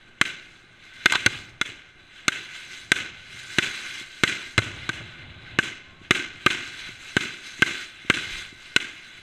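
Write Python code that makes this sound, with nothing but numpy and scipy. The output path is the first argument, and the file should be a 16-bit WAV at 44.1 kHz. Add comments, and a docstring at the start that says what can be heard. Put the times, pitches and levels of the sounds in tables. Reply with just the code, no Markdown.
"""Fireworks are fired from tubes in a field at night: from the start each lift charge bangs as a jump of pressure
and puffs of noise, nearby walls and a far tree line throw it back, and burning stars hiss and spit.
Just after 1.1 seconds a brief spray of small pops crackles; then three big shells boom deeply, far booms rumble,
near six seconds a faint tone rises, and past eight air buffets the microphone. Still night air lies under it all.
A small camera hears this: its housing rings at a few resonances and its limiter ducks under strong peaks."""
import sys
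import numpy as np
from scipy import signal
from scipy.fft import rfft, irfft
from scipy.io import wavfile
from scipy.ndimage import uniform_filter1d, map_coordinates

SR = 44100
rng = np.random.default_rng(int(sys.argv[2]) if len(sys.argv) > 2 else 0)


def log_audio(samples):
    """Write samples as a 16-bit WAV file to the path given in sys.argv[1]."""
    # one column per channel
    frames = np.atleast_2d(samples).T
    # limit to full scale, then quantise
    limited = np.clip(frames, -1, 1)
    pcm = np.round(limited * 32767).astype(np.int16)
    wavfile.write(sys.argv[1], SR, pcm)


def ratio_of_db(decibels):
    """Turn decibels (scalar or array-like) into linear amplitude factors; 0 dB maps to 1."""
    return 10 ** (np.asarray(decibels, float) / 20)


N = 406602  # length in samples

# Single reflections that follow every shot and big shell.
# Each row: delay in seconds, bang in dB over the shot's echo level, thump in dB.
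REFLECTIONS = [(0.0394, -8.5, -19.5), (0.086, -15, -19), (.125, -43, -27.5), (0.157, -53, -37),
               (.185, -56, -39), (0.426, -45, -22)]


def along(points, hz):
    """Reads a curve of (Hz, value) points on a logarithmic frequency axis."""
    f, v = np.transpose(points)
    return np.interp(np.log(hz + 1), np.log(f + 1), v)


def wobble(rate):
    """A smooth random curve with the given number of random knots a second."""
    knots = rng.standard_normal(int(N * rate / SR) + 4)
    return map_coordinates(knots, [np.arange(N) * rate / SR])


def swells(starts, holds, levels_db, rise, fall):
    """Gain of sounds that rise, hold and fall at set dB per second; their powers add."""
    t, power = np.arange(N) / SR, np.zeros(N)
    for s, hold, db in zip(starts, holds, levels_db):
        before, after = np.maximum(s - t, 0), np.maximum(t - s - hold, 0)
        power += ratio_of_db(db - rise * before - fall * after) ** 2
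    return np.sqrt(power)


def coloured(x, gain_db):
    """Filters with the given dB gain over frequency, without sounding ahead of time (minimum phase)."""
    size = 1 << 14
    cepstrum = irfft(np.log(ratio_of_db(gain_db(np.fft.rfftfreq(size, 1 / SR)))))
    # Folding the cepstrum onto positive times makes the filter causal.
    cepstrum[1:size // 2] *= 2
    cepstrum[size // 2 + 1:] = 0
    response = irfft(np.exp(rfft(cepstrum)))[:size // 2]
    return signal.fftconvolve(x, response)[:len(x)]


def camera(x):
    """The microphone behind its port: a broad response with the peaks and dips of the ringing housing."""
    # The broad response. Each row: frequency in Hz, gain in dB.
    broad = [(20, -23), (60, -6), (110, -1), (330, -5), (450, -15.5), (950, -21.5), (1400, -12.5),
             (1850, -13), (3200, -11.5), (4100, -13.5), (4500, -21.5), (5600, -17), (8000, -17),
             (9000, -24), (12000, -37.5), (16000, -47)]
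    # Housing resonances. Each row: centre in Hz, width in Hz at half the dB, dB over the broad response.
    resonances = [(370, 70, 5), (1360, 60, -5), (1535, 170, 9), (1810, 100, -4), (2105, 100, 9),
                  (2915, 80, 4), (3485, 120, 5), (3710, 70, -11), (3930, 200, 7), (5600, 400, -4),
                  (6260, 320, 6), (13300, 2000, 6), (2400, 110, 3), (2630, 100, 4), (4620, 140, 2),
                  (10100, 450, 4)]

    def gain_db(hz):
        bumps = sum(db / (1 + (2 * (hz - centre) / width) ** 2) for centre, width, db in resonances)
        return along(broad, hz) + bumps

    return coloured(x, gain_db)


def noise(spectrum, patchy_db, spit=0):
    """Noise with uneven patches in time and pitch and spitting grains, at rms 1 after the camera's colour."""
    grains = (rng.random(N) < 250 / SR) * rng.standard_normal(N)  # about 250 a second
    z = signal.stft(rng.standard_normal(N) + spit * grains, nperseg=256)[2]
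    patches = uniform_filter1d(rng.standard_normal(z.shape), 6, 0)
    patches = uniform_filter1d(patches, 14, 1)
    x = signal.istft(z * ratio_of_db(patchy_db * patches / patches.std()), nperseg=256)[1][:N]
    x = coloured(x, lambda hz: along(spectrum, hz))
    return x / camera(x).std()


def push(t, length):
    """A pressure jump and the suction after it, energy 1."""
    wave = -(1 - t / length) * np.exp(-t / length)
    return wave / np.linalg.norm(wave)


def burst(t, length, low_hz, high_hz):
    """Turbulent gas: a fading puff of noise in a band, energy 1."""
    def band_db(hz):
        below = np.clip(24 * np.log2(low_hz / (hz + 1)), 0, 60)  # 24 dB an octave
        above = np.clip(18 * np.log2((hz + 1) / high_hz), 0, 60)  # 18 dB an octave
        return -below - above

    wave = coloured(rng.standard_normal(len(t)) * np.exp(-(t / length) ** 2), band_db)
    return wave / np.linalg.norm(wave)


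def charge(t, thump, thump_db, crack_db):
    """One lift charge: sharp snap, slower gas, low-mid body, deep thump and bright crack."""
    # Sharp charges, those with more crack, snap louder and brighter.
    edge_hz = 1820 * ratio_of_db(0.34 * crack_db)
    snap_gas = ratio_of_db(-11 + 0.48 * crack_db) * burst(t, 0.0043, low_hz=2095, high_hz=edge_hz)
    snap = 0.4 * push(t, 0.0002) + snap_gas
    # Deep charges blow longer; this slower gas roars lower.
    blow_s = 0.0061 + 0.0001 * thump_db
    bang = snap + burst(t, blow_s, low_hz=1300, high_hz=1770)
    bang /= np.abs(camera(bang)).max()
    # The body follows part of the thump's dB.
    body = ratio_of_db(10 + 0.36 * thump_db) * burst(t, 0.0073, low_hz=458, high_hz=1130)
    crack = ratio_of_db(crack_db) * burst(t, 0.0039, low_hz=5160, high_hz=14000)
    return bang + body + thump + crack


def scatter(gap, gap_db):
    """The ground answers weakly, then trees and fences join; each frequency dies at its own speed. 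Energy 1."""
    # How fast the answer dies. Each row: frequency in Hz, time to fall by 60 dB in seconds.
    decay = [(80, 1.0), (300, 0.58), (1500, 0.64), (4000, 0.68), (9000, 0.33)]
    # Tone at the start of the answer. Each row: frequency in Hz, level in dB.
    tone = [(30, -17.5), (100, -21), (350, -1.5), (700, -5), (1500, -1.5), (2500, 0.5), (4000, -5),
            (8000, 2.5), (15000, 6)]
    sizes = np.repeat(rng.standard_normal(SR // 64 + 1), 64)[:SR]
    reflectors = ratio_of_db(2.5 * sizes)  # uneven sizes make it grainy
    hz, t, z = signal.stft(reflectors * rng.standard_normal(SR), SR, nperseg=256)
    fade_db = along(tone, hz)[:, None] - 60 * t / along(decay, hz)[:, None]
    tail = signal.istft(z * ratio_of_db(fade_db), SR, nperseg=256)[1]
    # The answer stays weak during the gap, then opens up.
    times = [0, gap - 0.012, gap - 0.003, gap + 0.0023]
    opening_db = np.interp(np.arange(len(tail)) / SR, times, [gap_db, gap_db, gap_db / 2, 0])
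    tail *= ratio_of_db(opening_db)
    return tail / np.linalg.norm(tail)


def shots():
    """Each charge sounds directly, then by its single reflections and the field's long scattered answer."""
    # Lift charges and bursts. Each row: start in seconds, bang level in dB (its peak after the camera's
    # colour), then thump, crack and echo levels in dB over the bang level.
    charges = [(0.2132, -1, 5, 20, 16.5), (1.0586, 4, -.5, 20, 13.5), (1.122, -7.5, -8.5, 27, 18),
               (1.1546, -9.5, -10, 17.5, 21.5), (1.262, -1, 8.5, 25.5, 8), (1.6132, -5.5, -0.5, 18, 16.5),
               (2.281, -3, 6, 24, 17.5), (2.9179, 0, 7, 24, 18.5), (3.585, -4.5, 16, 19, 23.5),
               (4.2355, 1, 15, 19, 20), (4.579, -4.5, 7, 21, 17), (4.5882, -11.5, 16, 20.5, 19.5),
               (4.8918, -13, 15, 17.5, 21.5), (5.588, -4, 16, 11, 20.5), (6.1087, 1, 14.5, 18, 19),
               (6.463, 0.5, 13.5, 15, 19.5), (7.1672, -6.5, 23, 15, 23.5), (7.6218, -0.5, 13.5, 13, 18.5),
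               (8.0998, -0.5, 13, 11.5, 19), (8.1709, -17, -4.5, 15, 23.5), (8.7624, -1, 3, 22, 15)]
    out, t = np.zeros(N + 2 * SR), np.arange(2048) / SR
    for s, db, thump_db, crack_db, echo_db in charges:
        at = round(s * SR)
        thump = ratio_of_db(thump_db) * push(t, 0.00052)
        out[at:][:len(t)] += ratio_of_db(db) * charge(t, thump, thump_db, crack_db)
        # Distance dulls the thump above 400 Hz.
        rounded = coloured(thump, lambda hz: -np.clip(30 * np.log2((hz + 1) / 400), 0, 70))
        for delay, far_db, low_db in REFLECTIONS:
            size_db = rng.normal(0, 1.5)
            smeared = 0.2 * push(t, 0.0001) + burst(t, 0.012, low_hz=1750, high_hz=3180)
            smeared *= ratio_of_db(echo_db + far_db + size_db)
            reflection = smeared + ratio_of_db(low_db) * rounded
            out[at + round(delay * SR):][:len(t)] += ratio_of_db(db) * reflection
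        source = ratio_of_db(echo_db) * push(t, 0.0001) + ratio_of_db(-13.5) * thump
        tail = signal.fftconvolve(scatter(gap=0.045, gap_db=-9.5), source)
        out[at:][:len(tail)] += ratio_of_db(db) * tail
    return out[:N]


def shells():
    """A big burst is a deep, quickly damped swing of the air with a gusty blast; the same walls throw it back."""
    # Big shells bursting overhead. Each row: start in seconds, level in dB.
    big_bursts = [(1.264, -19.5), (4.579, -11), (4.89, -24.5)]
    paths = [(0, 0)] + [(delay, low_db + 1.5) for delay, _, low_db in REFLECTIONS]
    out, t = np.zeros(N + SR), np.arange(SR // 5) / SR
    for s, db in big_bursts:
        swing = np.sin(2 * np.pi * 108 * t) * np.exp(-t / 0.011)
        boom = swing + ratio_of_db(29) * burst(t, 0.013, low_hz=420, high_hz=1100)
        for delay, path_db in paths:
            out[round((s + delay) * SR):][:len(t)] += ratio_of_db(db + path_db) * boom
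    return out[:N]


def stars():
    """Fuses and stars burn as sputtering noise: a broad hiss and a sizzle, weaker for far ones."""
    # Each row: time of full level in seconds, hold in seconds, hiss in dB, sizzle in dB over the hiss.
    burns = [(.4, .22, -58.5, -5.5), (.85, .02, -53, -10), (0.966, 0.083, -44, -12),
             (1.3, 0.075, -38.5, -8.5), (2.172, 0.028, -46, -14), (2.399, .03, -43, -8.5),
             (2.554, .08, -41, -8), (2.717, 0.094, -42.5, -5.5), (3.197, 0.073, -49.5, -11),
             (3.33, 0.049, -43.5, -8.5), (3.41, 0.018, -42, -5.5), (3.509, .07, -40, -4.5),
             (3.662, .34, -36, -7), (4.189, 0.31, -45, -5), (4.76, .11, -41, -13.5),
             (4.953, 0.19, -45, -17.5), (5.197, .38, -47.5, -22), (6.03, 0.048, -55.5, -14),
             (6.409, .06, -44, -12.5), (6.649, 0.034, -39.5, -8), (6.773, .1, -39.5, -9.5),
             (7.03, 0.31, -41.5, -7), (7.47, 0.15, -42.5, -5.5), (7.697, .14, -38, -7),
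             (7.97, .12, -46, -14), (8.2, 0.045, -38, -8), (8.315, .09, -35.5, -8.5),
             (8.62, 0.083, -45, -8.5), (8.88, .3, -45.5, -11)]
    # Tone of the hiss. Each row: frequency in Hz, level in dB.
    hiss_tone = [(30, -16), (150, -21), (400, -10), (900, 0.5), (2000, 7.5), (4000, 3), (6000, -23),
                 (9000, -36)]
    # Tone of the sizzle. Each row: frequency in Hz, level in dB.
    sizzle_tone = [(2500, -22.5), (4500, 3), (6000, -2.5), (8000, -5), (11000, -4.5), (15000, -3)]
    s, hold, db, sizzle_db = np.transpose(burns)
    sputter = ratio_of_db(1.1 * wobble(20) + 0.7 * wobble(60))
    # Stars light up and burn out at 115 dB a second, over faint burning that never stops.
    hiss = np.hypot(ratio_of_db(-56.5), swells(s, hold, db, rise=115, fall=115))
    sizzle = np.hypot(ratio_of_db(-70.5), swells(s, hold, db + sizzle_db, rise=115, fall=115))
    burning = hiss * noise(hiss_tone, patchy_db=1.2, spit=5)
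    burning += sizzle * noise(sizzle_tone, patchy_db=1.8, spit=6)
    return sputter * burning


def crackle():
    """Ragged sprays of small pops: very patchy, spitting noise that swells and fades fast."""
    # Each row: time of full level in seconds, hold in seconds, level in dB.
    sprays = [(1.123, .004, -27), (1.135, .002, -20.5), (1.148, .01, -21.5)]
    # Tone of the pops. Each row: frequency in Hz, level in dB.
    pop_tone = [(300, -24), (700, 5), (1100, 13), (1600, -9), (4000, 0.5), (6000, -14), (12000, -20)]
    level = swells(*np.transpose(sprays), rise=2500, fall=1250)
    return level * noise(pop_tone, patchy_db=4, spit=11)


def buffets():
    """Slow lumps of air against the microphone port, each a smooth push one way and then the other."""
    # Each row: middle in seconds, gain in dB, length in seconds.
    lumps = [(8.341, -7.5, 0.024), (8.382, -12.5, 0.023), (8.425, -29.5, .015)]
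    t, out = np.arange(N) / SR, np.zeros(N)
    for s, db, length in lumps:
        u = (t - s) / length
        out += ratio_of_db(db) * u * np.exp(-(2 * u) ** 2)
    return out


def distant_booms():
    """Far booms roll in and out as low, wavering noise, with a faint rumble between them."""
    # Each row: time of full level in seconds, hold in seconds, level in dB.
    rolling = [(1.295, 0.045, -44.5), (2.898, 0.47, -55), (4.651, .15, -44), (4.95, 0.11, -45.5),
               (5.25, 0.31, -47.5), (5.9, 1, -55.5), (8.2, .1, -51)]
    # Tone of the booms. Each row: frequency in Hz, level in dB.
    boom_tone = [(20, 7), (50, -6), (110, -3.5), (200, -14.5), (400, -17), (700, -5.5), (1200, -11.5),
                 (2500, -54)]
    rolls = np.hypot(ratio_of_db(-65), swells(*np.transpose(rolling), rise=90, fall=47))
    return rolls * ratio_of_db(1.5 * wobble(15)) * noise(boom_tone, patchy_db=0.5)


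def whistle():
    """One faint whistle: a sine with a rising, slightly unsteady pitch and a wavering level."""
    start_s, hold_s = 5.84, 0.19
    since = np.clip(np.arange(N) / SR - start_s, -hold_s, hold_s)
    level = swells([start_s], [hold_s], [-44], rise=700, fall=700) * ratio_of_db(3 * wobble(40))
    pitch_hz = 1030 + 400 * since + 12 * wobble(60)  # climbs 400 Hz a second
    return level * np.sin(2 * np.pi * np.cumsum(pitch_hz) / SR)


def night_air():
    """Still night air: a steady, slightly patchy noise bed."""
    # Tone of the air. Each row: frequency in Hz, level in dB.
    air_tone = [(20, 28.5), (60, -2), (300, -2.5), (700, 8), (1500, 4), (4000, -12), (8000, -19),
                (11000, -15), (15000, -27)]
    return ratio_of_db(-55.5) * noise(air_tone, patchy_db=0.8)


def scene():
    """Everything reaches one microphone."""
    fireworks = shots() + shells() + stars() + crackle()
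    background = buffets() + distant_booms() + whistle() + night_air()
    return (fireworks + background)[None]


def limiter(x, top_db, release):
    """Gain drops at once under a peak and climbs back exponentially in dB, with release in seconds."""
    cut_db = np.maximum(20 * np.log10(np.abs(x) + 1e-9) - top_db, 0)
    # A running maximum on a rising ramp keeps each cut and lets it die away.
    climb = np.arange(len(x)) / (release * SR)
    held_db = np.exp(np.maximum.accumulate(np.log(cut_db + 1e-9) + climb) - climb)
    return x * ratio_of_db(-held_db)


def top_cut(x):
    """Nothing passes above the cut-off."""
    return signal.sosfilt(signal.butter(12, 16510, fs=SR, output="sos"), x)


def record(dry):
    """Housing colour, then the limiter, then the converter's steep top edge."""
    limited = limiter(camera(dry[0]), top_db=-0.8, release=0.012)
    # Above 14300 Hz the level falls 1 dB every 75 Hz, down to -60 dB.
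    mix = coloured(limited, lambda hz: -np.clip((hz - 14300) / 75, 0, 60))
    return top_cut(mix[None])


dry = scene()
out = record(dry)
log_audio(out)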